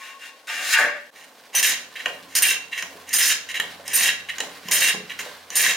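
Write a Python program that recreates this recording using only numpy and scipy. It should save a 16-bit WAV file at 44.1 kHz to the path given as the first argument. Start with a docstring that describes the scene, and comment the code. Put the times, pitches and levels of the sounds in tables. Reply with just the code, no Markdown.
"""A bare plastered room: a wooden hand plane shaves a green stick into a handle on a workbench.
One stroke is heard from the doorway, then, after a cut, six from close by. Random fibre snaps, gated by
each stroke, ring the wooden stock, the shaving and the iron. Between strokes the sole is dragged back and the
plane is set down with knocks that ring the bench; the stick shudders, rattles and bumps, and sleeves rustle.
Table levels are relative, before the mix gains in each function."""
import sys
import numpy as np
from scipy import signal
from scipy.fft import rfft, irfft
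from scipy.io import wavfile
from scipy.ndimage import map_coordinates

SR = 44100
rng = np.random.default_rng(int(sys.argv[2]) if len(sys.argv) > 2 else 0)


def wrap_up_sound(samples):
    """Save the sound to the file named by the first command line argument, as 16-bit audio."""
    columns = np.atleast_2d(samples).T
    # keep every value between -1 and 1, then stretch to whole-number steps
    tamed = np.clip(columns, -1, 1)
    steps = np.round(tamed * 32767).astype(np.int16)
    wavfile.write(sys.argv[1], SR, steps)


N = 254016
TIME = np.arange(N) / SR

# close strokes: start [t/s], length [t/s], deepening [1 = usual], stock, tearing, iron, bench [level/dB],
# run-up [t/s], run-up [level/dB], sleeve rustle on the way back [level/dB]
STROKES = [(1.55, 0.18, 1, -21.5, -22.5, -24, -41, 0.023, -29, -48),
           (2.351, 0.17, 0.42, -21, -21.5, -21.5, -41, 0.07, -39, -53),
           (3.129, 0.2, 0.71, -22, -21, -21, -42.5, 0.064, -31.5, -47),
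           (3.932, 0.16, 1.62, -20.5, -23, -24, -38, 0.083, -27, -44.5),
           (4.711, 0.19, 0.92, -19.5, -23, -22.5, -38, 0.075, -33.5, -45),
           (5.554, 0.17, 1.22, -21, -23, -24, -36.5, 0.043, -27, -48)]
# iron jumps out of the cut and bites again: start, end [t/s], loss (negative = gain), new-bite jolt [level/dB]
SKIPS = [(1.604, 1.627, 30, 8), (2.389, 2.421, 33, 6.5), (3.171, 3.184, 14, 2), (3.98, 4.03, -1, 9.5),
         (4.787, 4.804, 9, 2.5)]
# change over a full stroke of usual deepening
STOCK_RISE_DB, TEAR_RISE_DB, IRON_FALL_DB = 9.5, 2, 12
ENTRY_DB, ENTRY_S = 7.5, 0.013   # extra jolt as the edge enters the wood
DEEPEST_SHARE, EASE_DB = 0.94, 5   # share of stroke at deepest cut; loss as the push eases after it
GRAIN_HZ, GRAIN_DB = 22.7, 1.8   # uneven grain makes each part waver


def bite():
    """Gains of stock, tearing and iron: each stroke starts bright, grows woodier as it deepens, then eases."""
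    total = 0
    for start, length, deepening, stock_db, tear_db, iron_db, *_ in STROKES:
        travel = np.clip((TIME - start) / length, 0, 1)
        depth = deepening * (np.minimum(travel / DEEPEST_SHARE, 1) - .5)
        ease_db = EASE_DB * np.maximum(travel - DEEPEST_SHARE, 0) / (1 - DEEPEST_SHARE)
        entry_db = ENTRY_DB * np.exp(-np.maximum(TIME - start, 0) / ENTRY_S)
        parts_db = [stock_db + STOCK_RISE_DB * depth + entry_db,
                    tear_db + TEAR_RISE_DB * depth + entry_db,
                    iron_db - IRON_FALL_DB * depth]
        total = total + contact(start, start + length, release_s=0.017) * from_db(parts_db - ease_db)
    skips_db = 0
    for start, end, loss_db, jolt_db in SKIPS:
        lift = np.clip((TIME - start) / 0.011, 0, 1) * (TIME < end)
        skips_db = skips_db + jolt_db * contact(end, end, ENTRY_S) - loss_db * lift
    return [part * from_db(skips_db) * flutter(GRAIN_HZ, GRAIN_DB) for part in total]


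# resonances of the stock: centre [f/Hz], width [f/Hz], [level/dB]
STOCK_MODES = [(1706, 160, 1.5), (1781, 202, 2), (1918, 181, -0.5), (2340, 164, -1.5), (2405, 237, -4),
               (2751, 73, 0), (3113, 270, -8), (3340, 210, -11.5), (3804, 98, -6.5)]
# resonances of the shaving: centre [f/Hz], width [f/Hz], [level/dB]
SHAVING_MODES = [(4384, 31, 1.5), (5140, 108, 0.5), (5560, 91, -3.5), (6058, 180, 0), (6720, 194, 0),
                 (7097, 124, 2), (7204, 115, 0), (7830, 390, -12.5)]
# resonances of the iron: centre [f/Hz], width [f/Hz], [level/dB]
IRON_MODES = [(9024, 74, 2.5), (8500, 130, -8.5), (9534, 200, -9.5), (10270, 730, -15), (12070, 230, -6.5),
              (12470, 81, -7.5), (14400, 1700, -21), (14800, 400, -10.5)]
# stick-slip locked onto one resonance: start, end [t/s], [f/Hz], [level/dB]
CHIRPS = [(1.551, 1.584, 6020, -11), (1.663, 1.675, 12500, -13), (2.486, 2.513, 2748, -10),
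          (2.557, 2.571, 2750, -19), (3.218, 3.24, 5240, -13.5), (3.3, 3.307, 2760, -7.5),
          (3.952, 3.97, 11660, -12.5), (4.852, 4.908, 2784, -15)]
SNAPS_PER_S, SNAPS_DB = 140, -9.5   # thick fibres give way one by one


def cutting():
    """The iron grips and slips through the grain; snapping fibres ring stock, shaving and iron."""
    stock, tearing, iron = bite()
    grip = flutter(rate_hz=130, depth_db=1.2)
    stock_force = fibres(2500, spread_db=0) * stock * grip * flutter(rate_hz=147, depth_db=4)
    wood = resonate(stock_force, STOCK_MODES, low_hz=1410)
    shaving = resonate(fibres(12000, spread_db=0.5) * tearing * grip, SHAVING_MODES, low_hz=3550)
    edge = resonate(fibres(12000, spread_db=4) * iron * grip, IRON_MODES, low_hz=6740)
    snaps = resonate(fibres(SNAPS_PER_S, spread_db=3.5) * tearing, STOCK_MODES + SHAVING_MODES, low_hz=1400)
    body = wander(from_db(-2) * wood + from_db(-4) * shaving + from_db(-1.5) * edge + from_db(SNAPS_DB) * snaps)
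    # clumps of snaps, heard straight from the split
    splinters = fibres(6000, spread_db=2) * flutter(rate_hz=350, depth_db=6)
    crackle = rms_one(butter(splinters, [2000, 12000], "band")) * tearing
    chirps = 0
    for start, end, hz, db in CHIRPS:
        chirps = chirps + from_db(db) * contact(start, end, release_s=0.00048) * sing(hz, waver_hz=hz / 70)
    chirps = chirps * flutter(rate_hz=140, depth_db=2.5)
    return body + from_db(-6.5) * crackle + from_db(-10) * chirps


WANDER_HZ, WANDER_S = 11.83, .00012   # rate limit and rms delay


def wander(x):
    """Resonances shift together as the plane travels: a slowly varying delay bends all pitches."""
    delay = WANDER_S * SR * rms_one(butter(rng.standard_normal(N), WANDER_HZ, "low", order=4))
    return map_coordinates(x, [np.arange(N) - delay], order=3)


# doorway stroke: [t/s], stock, tearing, bench [level/dB]
FAR_CUT = [(0.471, -30, -40, -52), (0.488, -23.5, -35.5, -45), (0.605, -26.5, -34, -40.5),
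           (0.723, -19.5, -21, -38), (0.738, -9.5, -15, -54), (0.765, -11, -32.5, -40),
           (0.792, -12.5, -25, -25.5), (0.865, -20.5, -38.5, -25.5), (0.91, -33, -51, -37.5),
           (0.985, -39, -71, -47)]
# light rubs before that stroke, swelling and fading: start, end [t/s], [level/dB]
FAR_RUBS = [(-0.07, 0.16, -35), (0.179, 0.32, -35)]
# stock resonances from the doorway: centre [f/Hz], width [f/Hz], [level/dB]
FAR_STOCK_MODES = [(888, 37, -6), (1188, 47, -8), (1594, 103, 2.5), (1746, 66, 1), (1852, 66, 1.5),
                   (2267, 280, -3), (2756, 55, 1), (3260, 260, -8), (3570, 100, -8), (3730, 33, -7)]
# sole resonances from the doorway: centre [f/Hz], width [f/Hz], [level/dB]
FAR_SOLE_MODES = [(1717, 100, 4), (1850, 89, 3), (2770, 40, 0.5), (3850, 44, -6), (5400, 120, -13),
                  (7450, 150, -17)]
# tearing hiss from the doorway, spectrum: [f/Hz], [level/dB per Hz]
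FAR_HISS = [(2500, -31), (4000, 2), (4600, -4), (5300, 0), (5750, -12), (6050, 2.5), (6500, -5), (6950, 1),
            (8000, -9.5), (9000, -5), (12000, -11.5), (16000, -15)]
# bench thrum from the doorway, spectrum: [f/Hz], [level/dB per Hz]
FAR_BENCH = [(50, -62), (120, -44), (250, -6.5), (450, -7.5), (580, 3.5), (780, 3.5), (980, -21),
             (1150, 10), (1400, -18), (2400, -50)]
DIG_S = .752   # the iron digs in


def far_stroke():
    """From the doorway: light rubs with a thin squeak, then a long cut that digs in, darkens and groans."""
    s, *columns_db = np.transpose(FAR_CUT)
    levels = from_db([np.interp(TIME, s, db) for db in columns_db])
    stock, tearing, bench = contact(s[0], s[-1], release_s=0.017) * levels
    rub = 0
    for start, end, db in FAR_RUBS:
        rub = rub + from_db(db) * np.sin(np.pi * np.clip((TIME - start) / (end - start), 0, 1))
    # digging in: coarser, duller pulses
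    digging = contact(DIG_S, 1, release_s=0.022)
    chatter = (1 - digging) * flutter(rate_hz=230, depth_db=2) + digging * flutter(rate_hz=160, depth_db=3.5)
    force = fibres(5000, spread_db=0) * (stock * chatter + rub)
    light_force = (1 - digging) * force
    dull_force = digging * butter(force, 2140, "low", order=3)
    sole = resonate(light_force, FAR_SOLE_MODES, low_hz=1320)
    wood = resonate(from_db(-2.5) * light_force + from_db(3.5) * dull_force, FAR_STOCK_MODES, low_hz=880)
    hiss = colour(fibres(8200, spread_db=2), FAR_HISS) * (tearing + from_db(-10) * rub)
    thrum = colour(fibres(2500, spread_db=-0.5), FAR_BENCH) * bench * chatter
    whistle = sing(1085, waver_hz=15) * flutter(rate_hz=45, depth_db=3)
    squeak_gain = from_db(-50) * contact(-1, .18, release_s=.008) + from_db(-58.5) * contact(.19, .33, release_s=.12)
    moan = sing(587, waver_hz=15) * flutter(rate_hz=60, depth_db=2)
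    groan = moan * contact(.842, 0.985, release_s=0.012)
    scrape = from_db(-3.5) * wood + from_db(-7.5) * sole + from_db(-3) * hiss + from_db(-3) * thrum
    return scrape + whistle * squeak_gain + from_db(-39) * groan


# sole dragged back along the stick: start, end [t/s], stock, hiss [level/dB]
DRAGS = [(1.158, 1.246, -42.5, -51), (1.953, 1.971, -27.5, -46), (1.992, 2.008, -28, -44.5),
         (2.714, 2.814, -29.5, -41.5), (2.725, 2.735, -23.5, -60), (2.776, 2.793, -24.5, -36),
         (3.487, 3.518, -25, -36.5), (3.541, 3.575, -19, -33.5), (4.286, 4.304, -20, -37.5),
         (5.095, 5.123, -26, -44), (5.189, 5.213, -24.5, -31.5)]


def slide():
    """Gains of stock and hiss as the sole slides uncut: drags back, and a swelling run-up to each stroke."""
    drags, run_ups = 0, 0
    for start, end, stock_db, hiss_db in DRAGS:
        drags = drags + contact(start, end, release_s=0.004) * from_db([[stock_db], [hiss_db]])
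    for start, *_, lead_s, db, _ in STROKES:
        growth = np.sqrt(np.clip((TIME - start) / lead_s + 1, 0, 1))
        run_ups = run_ups + contact(start - lead_s, start, release_s=0.0025) * growth * from_db(db)
    return drags + run_ups * from_db([[0], [-7]])


# resonances of the sole on the stick: centre [f/Hz], width [f/Hz], [level/dB]
SOLE_MODES = [(1670, 64, -22), (1840, 170, 17), (2300, 240, 11), (2540, 120, 9.5), (2768, 160, 15),
              (3244, 160, 8.5), (3910, 89, 10)]


def dragging():
    """Without cutting, the sole skips over the bark and rings mostly in its low modes."""
    push, graze = slide() * fibres(2500, spread_db=2) * flutter(rate_hz=38, depth_db=0.5)
    wood = resonate(push, SOLE_MODES, low_hz=1270)
    hiss = resonate(graze, SHAVING_MODES + IRON_MODES, low_hz=3450)
    return from_db(-5) * wood + from_db(-2.5) * hiss


# plane set down on the stick: [t/s], stock, iron, bench [level/dB]
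KNOCKS = [(2.058, -20.5, -31.5, -40), (2.824, -24, -24.5, -42), (3.091, -44, -29, -67.5),
          (3.599, -17, -22, -37.5), (3.879, -32.5, -19.5, -44), (4.383, -28.5, -26.5, -40.5),
          (4.403, -20.5, -17.5, -42.5), (4.685, -30.5, -29, -37.5), (5.192, -30.5, -40, -44.5),
          (5.503, -33.5, -25.5, -44)]
# long low ring of the workbench: [f/Hz], [level/dB], t60 [t/s]
BENCH_RING = [(82, -34, 4.6), (86.2, -25, 5.8), (174.4, -19, 4.1), (273, -16, 5.1)]
# bench spectrum: [f/Hz], [level/dB per Hz]
BENCH = [(40, -38), (80, -14), (130, -8), (180, -9), (230, -8), (275, -1), (350, -13), (450, -1), (590, -7),
         (720, -1), (930, -4), (1100, 5), (1400, -16.5), (2600, -18.5)]


def knocking():
    """Each knock is a brief crunch into stock and iron, and a thud that leaves the bench ringing."""
    s, stock_db, iron_db, bench_db = np.transpose(KNOCKS)
    crunch = rng.standard_normal(N)
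    wood = resonate(crunch * blows(s, stock_db, decay_s=0.0027), SOLE_MODES, low_hz=970)
    crack = rms_one(butter(crunch, [1300, 3000], "band")) * blows(s, stock_db, decay_s=.004)
    tick = resonate(crunch * blows(s, iron_db, decay_s=0.0005), SHAVING_MODES + IRON_MODES, low_hz=3000)
    thud = colour(rng.standard_normal(N), BENCH) * blows(s, bench_db, decay_s=0.048)
    thud = butter(thud, 540, "high")
    shove = np.zeros(N)
    shove[(s * SR).astype(int)] = from_db(bench_db)
    hum = sum(from_db(db) * ring(shove, hz, t60) for hz, db, t60 in BENCH_RING)
    return from_db(7) * wood + from_db(-1) * crack + from_db(9) * tick + from_db(-4.5) * thud + hum


# stick shifts against the bench: [t/s], peak [level/dB], centre of the excited range [f/Hz]
BUMPS = [(1.545, -25, 790), (2.061, -25, 585), (2.066, -29, 1040), (2.104, -28.5, 627), (2.954, -37.5, 474),
         (3.142, -32, 845), (3.604, -39, 655), (3.797, -32, 666), (4.404, -32.5, 614), (4.653, -32, 194.7),
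         (4.687, -37, 200), (4.939, -31, 200), (4.947, -29, 433), (4.944, -26.5, 845), (4.971, -30.5, 177),
         (5.004, -33, 440), (5.262, -29, 596)]
# modes of the stick propped on the bench: [f/Hz], [level/dB], t60 [t/s]
STICK_MODES = [(187, -3, 0.15), (216, -5.5, 0.13), (270, -3.5, .18), (429, 1.5, 0.089), (375, -5.5, 0.087),
               (505, -10, 0.36), (592, 2, 0.064), (686, -7.5, 0.14), (815, 1, 0.036), (1033, 1, .11)]
BUMP_OCTAVES = 0.36   # width of the range that a bump excites
SHAKE_REST_DB, SHAKE_SWING_DB = -54.5, -51.5   # at rest; added as the arms swing back
SHAKE_DRAG_DB, SHAKE_RELEASE_S = -33.5, 0.03   # relative to a drag; decay after a stroke
RATTLES_PER_S, RATTLE_DB, RATTLE_S = 70, -3, 0.064   # loose stick: rate, mix gain, decay after a knock


def workbench():
    """The stick shudders and rattles under strokes, drags and knocks, and shifts with dull modal bumps."""
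    load = 0
    for start, length, *_, db, _, _, _ in STROKES:
        growth = np.clip((TIME - start) / length + 0.48, 0, 1)
        load = load + from_db(db) * contact(start, start + length, SHAKE_RELEASE_S) * growth
    swing = from_db(SHAKE_SWING_DB) * arms_back().sum(axis=0)
    shake = from_db(SHAKE_REST_DB) + load + from_db(SHAKE_DRAG_DB) * slide()[0] + swing
    shudder = colour(fibres(1200, spread_db=2.5), BENCH) * shake
    knock_s, *_, knock_db = np.transpose(KNOCKS)
    unrest = from_db(-5) * shake + blows(knock_s, knock_db, RATTLE_S)
    s, bump_db, centre_hz = np.transpose(BUMPS)
    bumps, rattle = 0, 0
    for hz, db, t60 in STICK_MODES:
        taps = np.zeros(N)
        nearness = np.exp(-(np.log2(hz / centre_hz) / BUMP_OCTAVES) ** 2)
        taps[(s * SR).astype(int)] = from_db(bump_db + db) * nearness
        # a soft contact has no sharp edge
        bumps = bumps + butter(ring(taps, hz, t60), [hz / 1.6, hz * 1.7], "band")
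        mode = ring(fibres(RATTLES_PER_S, spread_db=3), hz, t60 / 2)
        rattle = rattle + from_db(db) * np.sqrt(hz) * rms_one(butter(mode, hz / 2, "high"))
    return from_db(-2.5) * shudder + from_db(-1.5) * bumps + from_db(RATTLE_DB) * rms_one(rattle) * unrest


ARM_BACK_S, ARM_SWING_S = 0.55, 0.15   # delay after a stroke starts, half-length


def arms_back():
    """Speed of the arms as they swing back, 0-1: one row for each stroke."""
    return np.array([swell(start + ARM_BACK_S, ARM_SWING_S) for start, *_ in STROKES])


# rustle spectrum: [f/Hz], [level/dB per Hz]
CLOTH = [(700, -29), (1500, 13), (2500, 6.5), (4200, 6.5), (7000, -3), (12000, -7), (16000, -12)]
CUT_S = 1.103   # cut from the listening position in the doorway to the one at the bench
CLOTH_DOOR_DB, CLOTH_REST_DB = -48.5, -52.5   # steady rustle from the doorway, from close by
CURL_DB, CURL_RELEASE_S = -14.5, 0.046   # curling shaving: relative to the tearing, decay


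def background():
    """Sleeves rustle as the arms swing back, and each shaving rustles as it curls away: coloured crinkles."""
    swings = from_db([stroke[-1] for stroke in STROKES]) @ arms_back()
    motion = np.where(TIME < CUT_S, from_db(CLOTH_DOOR_DB), from_db(CLOTH_REST_DB)) + swings
    curl = 0
    for start, length, _, _, tear_db, *_ in STROKES:
        curl = curl + from_db(tear_db + CURL_DB) * contact(start, start + length, CURL_RELEASE_S)
    crinkles = colour(fibres(5000, spread_db=3.5), CLOTH)
    return crinkles * (motion + curl) * flutter(rate_hz=28, depth_db=2.5)


# room air spectrum: [f/Hz], [level/dB per Hz]
AIR = [(30, -34), (120, -20), (190, -16.5), (270, 0), (350, -9.5), (520, 1), (1000, -4), (2000, -30),
       (6000, -17), (16000, -25)]


def room_air():
    """Steady coloured noise of the room."""
    return from_db(-54.5) * colour(rng.standard_normal(N), AIR)


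# how differently reflections reach the two ears: [f/Hz], side minus mid [level/dB]
WIDTH = [(100, -83), (300, -18), (700, -2), (2000, -3.5), (5000, -0.5), (13000, 4.5)]


def room(x, t60, early_db, tail_db, early_s):
    """Direct sound plus early reflections and a tail with decay set per band, different at each ear."""
    t, edges = TIME[:int(.8 * SR)], np.geomspace(60, 18000, 13)
    tail = 0
    for low, high in zip(edges, edges[1:]):
        hz = np.sqrt(low * high)
        mid, side = butter(rng.standard_normal((2, len(t))), [low, high], "band")
        decay = from_db(tail_db - 60 * t / at_hz(t60, hz)) + from_db(early_db) * np.exp(-t / early_s)
        tail = tail + (mid + from_db(at_hz(WIDTH, hz)) * side * [[1], [-1]]) * decay
    tail = tail * np.clip(t / .003 - .5, 0, 1) / np.sqrt(.05 * SR)
    return x + signal.oaconvolve(x[None], tail, axes=1)[:, :N]


def fibres(per_s, spread_db):
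    """Fibres snap at random, with force spread by spread_db; rms 1."""
    sizes = from_db(spread_db * np.minimum(rng.exponential(1, N), 4)) * rng.choice([-1, 1], N)
    return rms_one(sizes * (rng.random(N) < per_s / SR))


def resonate(force, modes, low_hz):
    """Parallel resonances of a small body that radiates little below low_hz; white force keeps its level."""
    t, response = TIME[:4096], 0
    for k, (hz, width_hz, db) in enumerate(modes):
        decay = width_hz * np.exp(-np.pi * width_hz * t)
        response = response + (-1) ** k * from_db(db) * decay * np.cos(2 * np.pi * hz * t)
    response = butter(response, low_hz, "high", order=4)
    return signal.oaconvolve(force, response / np.linalg.norm(response))[:N]


def ring(force, hz, t60):
    """A unit click sets a decaying sine of height 1 ringing."""
    r, w = from_db(-60 / (t60 * SR)), 2 * np.pi * hz / SR
    return signal.lfilter([0, np.sin(w)], [1, -2 * r * np.cos(w), r * r], force + 1e-18)


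def sing(hz, waver_hz):
    """A friction-driven resonance: steady in strength, unsteady in pitch; rms 1."""
    pitch_hz = hz + waver_hz * rms_one(butter(rng.standard_normal(N), 2 * waver_hz, "low"))
    return np.sqrt(2) * np.sin(2 * np.pi * np.cumsum(pitch_hz) / SR)


def contact(start, end, release_s):
    """A contact grips within two milliseconds and lets go gradually."""
    grip = np.clip((TIME - start) / .002 + .5, 0, 1)
    return grip * np.exp(-np.clip((TIME - end) / release_s, 0, 30))


def blows(times, levels_db, decay_s):
    """Envelope of blows that start at once and die away."""
    total = 0
    for s, db in zip(times, levels_db):
        total = total + from_db(db) * (TIME >= s) * np.exp(-np.clip((TIME - s) / decay_s, 0, 30))
    return total


def swell(centre, half_s):
    """A smooth rise and fall of height 1."""
    return np.exp(-np.minimum(((TIME - centre) / half_s) ** 2, 30))


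def flutter(rate_hz, depth_db):
    """A randomly wavering gain of rms 1."""
    waver = rms_one(butter(rng.standard_normal(N), rate_hz, "low"))
    return rms_one(from_db(depth_db * np.clip(waver, -2, 2)))


def colour(x, spectrum):
    """Give a steady white source a spectrum; rms 1."""
    gain = from_db(at_hz(spectrum, np.arange(N // 2 + 1) * SR / N))
    return rms_one(irfft(rfft(x) * gain, N))


def butter(x, hz, kind, order=2):
    """Butterworth filter."""
    sos = signal.butter(order, np.clip(hz, 10, .45 * SR), kind, fs=SR, output="sos")
    return signal.sosfilt(sos, x + 1e-18)


def at_hz(points, hz):
    """Read a table along a log-frequency axis."""
    f, value = np.transpose(points)
    return np.interp(np.log(np.maximum(hz, 1)), np.log(f), value)


def from_db(db):
    """Decibels to gain."""
    return 10 ** (np.asarray(db) / 20)


def rms_one(x):
    """Scale to unit rms."""
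    return x / np.sqrt(np.mean(x ** 2) + 1e-20)


# reverberation at the bench: [f/Hz], t60 [t/s]
ROOM_T60 = [(150, 0.89), (600, 0.41), (2000, 0.4), (5000, 0.38), (9000, 0.24), (15000, 0.2)]
# reverberation from the doorway: [f/Hz], t60 [t/s]
FAR_T60 = [(150, 0.71), (600, 0.29), (2000, 0.47), (5000, 0.5), (9000, 0.14), (15000, 0.15)]


def scene():
    """The far stroke is mostly room sound; after a brief dip the close work is drier, a little to the right."""
    rustle = background()
    far = room(far_stroke() + from_db(-6) * rustle, FAR_T60, early_db=9, tail_db=-4, early_s=0.0041)
    work = cutting() + dragging() + knocking() + workbench()
    near = room(work + rustle, ROOM_T60, early_db=-10.5, tail_db=-3, early_s=0.0066)
    air = room_air()
    at_door = contact(-1, CUT_S, release_s=0.0015)
    at_bench = np.clip((TIME - CUT_S) / 0.039, 0, 1)
    # left and right gains
    far = far * from_db([[.6], [-.6]])
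    near = near * from_db([[-.7], [.7]])
    return (far + air) * at_door + (near + air) * at_bench


CUTOFF_HZ = 15900


def record(dry):
    """Peaks are rounded, the deepest bass is rolled off and the top is cut steeply."""
    rounded = butter(0.78 * np.tanh(dry / 0.9), 75, "high")
    return signal.sosfilt(signal.ellip(12, .1, 80, CUTOFF_HZ, fs=SR, output="sos"), rounded)


dry = scene()
out = record(dry)
wrap_up_sound(out)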